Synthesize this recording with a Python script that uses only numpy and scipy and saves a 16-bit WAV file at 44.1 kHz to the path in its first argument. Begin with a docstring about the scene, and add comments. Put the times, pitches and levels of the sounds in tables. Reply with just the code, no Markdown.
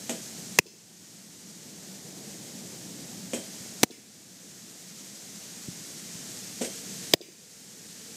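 """A low rumble and hissing leaves come first, and almost at once a pitching machine knocks and rattles.
It fires three baseballs; half a second after each, the ball smacks into a catcher's mitt.
Launches are struck modes and shaken noise; catches are noise slaps and heavily damped resonances.
The outfield wall and the stands throw the smacks back across the field as delayed, band-limited copies.
A gain control clamps down on every catch and lets the background swell back slowly."""
import sys
import numpy as np
from scipy import signal
from scipy.fft import rfft, irfft
from scipy.io import wavfile
from scipy.ndimage import uniform_filter1d

SR = 44100
rng = np.random.default_rng(int(sys.argv[2]) if len(sys.argv) > 2 else 0)


def master_out(mix):
    """Clip the mix to full scale and print it as 16-bit PCM to the path in sys.argv[1]."""
    frames = np.transpose(np.atleast_2d(mix))
    ceiling = np.clip(frames, -1, 1)
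    pcm = np.round(ceiling * 32767).astype(np.int16)
    wavfile.write(sys.argv[1], SR, pcm)


N = 359856  # length of the scene [samples]
EDGE_HZ = 15550  # cutoff of the final low-pass, and upper limit for band edges [Hz]


def amp(db):
    """Decibels to gain."""
    return 10 ** (np.asarray(db) / 20)


def unit(x):
    """Scales to an rms of one."""
    return x / np.sqrt(np.mean(x ** 2) + 1e-20)


def add(mix, start_s, sound):
    """Mixes a sound in at a time, cutting whatever runs past the end."""
    part = mix[round(start_s * SR):][:len(sound)]
    part += sound[:len(part)]


def band(x, low_hz, high_hz):
    """Band-pass filter."""
    edges = np.clip([low_hz, high_hz], 20, EDGE_HZ)
    return signal.sosfilt(signal.butter(2, edges, "bandpass", fs=SR, output="sos"), x)


def colour(x, spectrum):
    """Causal minimum-phase filter whose gain follows (frequency [Hz], level [dB]) points."""
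    size = 4096
    hz, db = np.transpose(spectrum)
    bin_hz = abs(np.fft.fftfreq(size, 1 / SR))
    bin_db = np.interp(np.log(bin_hz + 1), np.log(hz), db)
    log_gain = np.log(amp(bin_db))
    # the Hilbert transform of the log gain gives the phase that puts the energy earliest
    response = np.exp(np.conj(signal.hilbert(log_gain)))
    taps = np.fft.ifft(response).real
    return signal.fftconvolve(x, taps[:size // 2])[:len(x)]


def noise(spectrum, count):
    """Coloured noise with an rms of one."""
    return unit(colour(rng.standard_normal(count), spectrum))


def drift(per_s):
    """Slow random wander with an rms of one, holding only rates up to the one given."""
    hz = np.fft.rfftfreq(N, 1 / SR)
    slow = (hz > 0) * (hz < per_s)
    return unit(irfft(rfft(rng.standard_normal(N)) * slow, N))


def swell(t, rise):
    """An envelope that peaks at one after the rise time and then dies away."""
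    return t / rise * np.exp(1 - t / rise)


def blip(t, hz, cycles):
    """A heavily damped resonance whose envelope peaks after the given number of cycles."""
    return -swell(t, cycles / hz) * np.sin(2 * np.pi * hz * t)


def ring(t, modes):
    """Struck modes, each dying at its own speed."""
    return sum(amp(db - 60 * t / t60) * np.sin(2 * np.pi * hz * t) for hz, db, t60 in modes)


# The ball meets the mitt several times in each catch, from the rim to deep in the pocket:
# (time [s], slap level [dB], leather level [dB], leather pitch [Hz], pop level [dB], pop pitch [Hz])
MITT_CONTACTS = [(0.5876, -1.5, 0.5, 6660, -10, 294), (0.5881, -3, 5, 2043, -8, 900),
                 (0.5894, 6, 11, 2525, 2, 388), (3.8321, 6, 5.5, 4100, 3.5, 480),
                 (3.8328, -5, 0, 3260, 5, 295), (3.8354, 7, 8.7, 5700, 0.5, 750),
                 (7.1362, 7, 9, 3300, -6, 1260), (7.1377, 12, 15.2, 5050, 8, 359),
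                 (7.1386, 2, 9.2, 3800, 9, 624)]
# Tone of the leather slap: (frequency [Hz], relative level [dB])
SLAP_SPECTRUM = [(300, -16), (900, -2), (1450, -7), (2000, 1), (3500, -3), (6800, 0), (9500, -6.5),
                 (13000, -7.5), (16000, -2.5)]
# The padded hand is driven back just after each catch: (time [s], level [dB], pitch [Hz])
HAND_RECOILS = [(0.5929, -6.5, 162), (3.84, -8.5, 207), (7.1420, -4, 160)]


def mitt():
    """Leather slaps and rings for an instant, trapped air pops out, and the padded hand recoils."""
    slap_rise_s, flutter_rise_s = 0.00049, 0.0024
    slaps, body = np.zeros(N), np.zeros(N)
    t = np.arange(SR // 20) / SR
    # laces and web flutter after the slap
    envelope = swell(t, slap_rise_s) + amp(-19) * swell(t, flutter_rise_s)
    envelope_rms = np.sqrt(np.mean(envelope ** 2))
    for s, slap_db, leather_db, leather_hz, pop_db, pop_hz in MITT_CONTACTS:
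        crackle = envelope * rng.choice([-1., 1.], len(t))  # random signs turn the envelope into noise
        slap = unit(colour(crackle, SLAP_SPECTRUM)) * envelope_rms
        leather = amp(leather_db) * blip(t, leather_hz, cycles=1.94)
        air_pop = amp(pop_db) * blip(t, pop_hz, cycles=0.58)
        add(slaps, s, amp(slap_db) * slap)
        add(body, s, leather + air_pop)
    for s, db, hz in HAND_RECOILS:
        add(body, s, amp(db) * blip(t, hz, cycles=0.31))
    return slaps, body


# Jolts of the machine as its wheels grab a ball: (time [s], knock level [dB], rattle level [dB],
# rattle decay constant [s], steel ring level [dB], snap level [dB])
LAUNCH_JOLTS = [(0.0930, -27, -28.2, 0.035, -53, -18.5), (3.3321, -25, -28.6, 0.043, -43, -23.5),
                (6.6104, -24.4, -26, 0.032, -50, -34), (6.6440, -41.5, -28, 0.017, -48, -29)]
# Modes of the knocked frame: (frequency [Hz], relative level [dB], t60 [s])
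FRAME_MODES = [(236.6, 2.5, 0.14), (404, -11.5, 0.17), (504, -4.5, 0.11), (533, -7, 0.2), (654, -15, 0.34),
               (970, -26, 0.39)]
# Modes of the ringing steel: (frequency [Hz], relative level [dB], t60 [s])
STEEL_MODES = [(3150, 0.5, 0.5), (3185, -6, 0.35), (3380, -1, 0.16), (8200, -6, 0.12), (8500, -2, 0.12),
               (11100, -3, 0.13)]
# Tone of the loose parts and the snap: (frequency [Hz], relative level [dB])
RATTLE_SPECTRUM = [(120, -19), (250, 7.5), (600, 5.5), (1100, -16), (2000, -6), (3300, -8.5), (4800, -13),
                   (6700, -3), (8600, -2), (9600, -18), (11300, -12), (15000, -31)]


def machine():
    """Each launch knocks the frame, shakes its loose parts and leaves the steel ringing."""
    out = np.zeros(N)
    t = np.arange(SR // 2) / SR
    knock = ring(t, FRAME_MODES) * (1 - np.exp(-t / 0.0014))  # rubber wheels soften the blow
    knock = band(knock, low_hz=170, high_hz=4000)
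    for s, knock_db, rattle_db, rattle_s, steel_db, snap_db in LAUNCH_JOLTS:
        shake = amp(rattle_db) * (1 - np.exp(-t / 0.0025)) * np.exp(-t / rattle_s)
        snap = amp(snap_db) * swell(t, 0.00044)  # the wheels snatch the ball
        rattle = (shake + snap) * noise(RATTLE_SPECTRUM, len(t))
        steel = amp(steel_db) * ring(t, STEEL_MODES)
        add(out, s, amp(knock_db) * knock)
        add(out, s + 0.002, rattle + steel)  # 2 ms behind the knock
    return out


# Soft thuds as the catcher shifts in his crouch: (time [s], level [dB], pitch [Hz])
CROUCH_THUDS = [(5.682, -35, 290), (5.684, -25.5, 160), (5.712, -40.5, 140), (6.152, -33, 170)]


def catcher():
    """Body and pads bump dully, each a heavily damped resonance."""
    out = np.zeros(N)
    t = np.arange(SR // 10) / SR
    for s, db, hz in CROUCH_THUDS:
        add(out, s, amp(db) * blip(t, hz, cycles=0.48))
    return out


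# Echoes from the ground, fence, wall and stands:
# (delay [s], level [dB], lower edge [Hz], upper edge [Hz])
SURFACE_ECHOES = [(0.0048, -16, 4520, 9000), (0.027, -51, 2500, 7000), (0.0671, -29.5, 235, 600),
                  (0.0754, -31.5, 3600, 5500), (0.0756, -29, 220, 480), (0.146, -36, 210, 430)]


def echoes(x):
    """Distinct reflections, each surface returning its own band."""
    out = np.zeros(N)
    for delay, db, low_hz, high_hz in SURFACE_ECHOES:
        add(out, delay, amp(db) * band(x, low_hz, high_hz))
    return out


def scatter(x, spectrum, t60, first_s):
    """A thin tail of many weak reflections, modelled as decaying noise of unit energy."""
    out = np.zeros(N)
    t = np.arange(SR) / SR
    tail = noise(spectrum, len(t)) * amp(-60 * t / t60)
    add(out, first_s, signal.fftconvolve(x, tail / np.linalg.norm(tail)))
    return out


# Scatter from the turf and backstop: (frequency [Hz], relative level [dB])
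NEARBY_SPECTRUM = [(100, -3.5), (400, -0.5), (700, 2), (1500, -8), (3000, -6), (7000, -2.5), (13000, -1.5)]


def nearby_scatter(near):
    """Turf and backstop blur the mitt and the machine with a short early tail."""
    return amp(-37) * scatter(near, NEARBY_SPECTRUM, t60=0.197, first_s=0.005)


# Sound scattered back by the field: (frequency [Hz], relative level [dB])
FIELD_SPECTRUM = [(100, -2), (350, 12), (700, -6), (1300, -7), (3000, 4), (6000, 5), (12000, -2)]


def field_scatter(slaps, body):
    """The field returns a longer, later tail of each catch."""
    sent = amp(-30) * slaps + amp(-43) * body  # the slap spreads widest
    return scatter(sent, FIELD_SPECTRUM, t60=0.53, first_s=0.076)


# Tone of the distant rumble: (frequency [Hz], relative level [dB])
RUMBLE_SPECTRUM = [(25, -35), (60, -25.5), (110, -9), (155, -4), (188, 2), (230, -3.5), (350, -11),
                   (600, -28.5), (1500, -46)]
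# The rumble surges, then lulls: (time [s], half-width [s], level change [dB])
RUMBLE_SURGES = [(2.75, .7, 3), (5.0, 0.81, -3)]


def rumble(t):
    """Low noise, lumpy from slow drift, with one surge and one lull."""
    surge_db = sum(db * np.exp(-((t - s) / width) ** 2) for s, width, db in RUMBLE_SURGES)
    level_db = -47 + surge_db + 0.87 * drift(per_s=12)
    return amp(level_db) * noise(RUMBLE_SPECTRUM, N)


# Tone of the far traffic: (frequency [Hz], relative level [dB])
TRAFFIC_SPECTRUM = [(120, -27.5), (300, 0), (450, -1), (750, -5.5), (1050, -16), (2000, -31), (5000, -26.5)]


def traffic(t):
    """Far traffic noise swells once and fades."""
    start_s, peak_s, fade_s, peak_gain_db = 1.37, 2.12, 1.26, 5
    approach = np.clip((t - start_s) / (peak_s - start_s), 0, 1)
    passing = approach * np.exp(-(np.maximum(t - peak_s, 0) / fade_s) ** 2)
    level_db = -55 + peak_gain_db * passing + 0.46 * drift(per_s=8)
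    return amp(level_db) * noise(TRAFFIC_SPECTRUM, N)


# Tone of the singing tyres: (frequency [Hz], relative level [dB])
TYRE_SPECTRUM = [(300, -38), (400, -11), (465, 0), (520, -10), (640, -35), (2000, -70)]


def tyres(t):
    """Far tyres start to sing: a narrow band of noise fades in and stays."""
    start_s, rise_s, level_db = 5.9, 1.25, -56
    fade_in = np.clip((t - start_s) / rise_s, 0, 1)
    return amp(level_db) * fade_in * noise(TYRE_SPECTRUM, N)


# Tone of the hissing trees: (frequency [Hz], relative level [dB])
LEAF_SPECTRUM = [(300, -18), (1100, -13), (1800, -7.5), (2700, -8.5), (4000, -5), (5200, -2), (6600, 0.5),
                 (8200, -2.5), (9800, -9.5), (12500, -11), (15300, -21.5)]


def leaves(t):
    """Leaves hiss as flickering high noise, louder once the breeze freshens."""
    start_s, rise_s, gain_db = 4.56, 2.42, 3.1
    breeze = np.clip((t - start_s) / rise_s, 0, 1)
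    level_db = -43 + gain_db * breeze + 0.47 * drift(per_s=15)
    return amp(level_db) * noise(LEAF_SPECTRUM, N)


def scene():
    """Everything reaches one microphone, heard in both channels."""
    t = np.arange(N) / SR
    slaps, body = mitt()
    near = slaps + body + machine()
    reflected = echoes(near) + nearby_scatter(near) + field_scatter(slaps, body)
    background = rumble(t) + traffic(t) + tyres(t) + leaves(t)
    mono = near + catcher() + reflected + background
    return np.array([mono, mono])


def record(dry, ceiling_db=-7.5, recovery_s=1.52, bass_cut_hz=75):
    """Bass cut; gain control drops at once on a loud peak and creeps back; tips clip; treble is cut."""
    dry = signal.sosfilt(signal.butter(2, bass_cut_hz, "highpass", fs=SR, output="sos"), dry)
    level = np.sqrt(abs(uniform_filter1d(dry[0] ** 2, size=48)) + 1e-12)  # rms over about 1 ms
    needed = np.maximum(1 - amp(ceiling_db) / level, 0)
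    # each cut holds as a running maximum that decays over the recovery time
    fade = np.exp(-np.arange(N) / SR / recovery_s)
    cut = fade * np.maximum.accumulate(needed / fade)
    clipped = np.clip(dry * (1 - cut), -0.92, 0.92)
    lowpass = signal.firwin(401, EDGE_HZ, window=("kaiser", 9), fs=SR)
    return signal.oaconvolve(clipped, lowpass[None], "same")


dry = scene()
out = record(dry)
master_out(out)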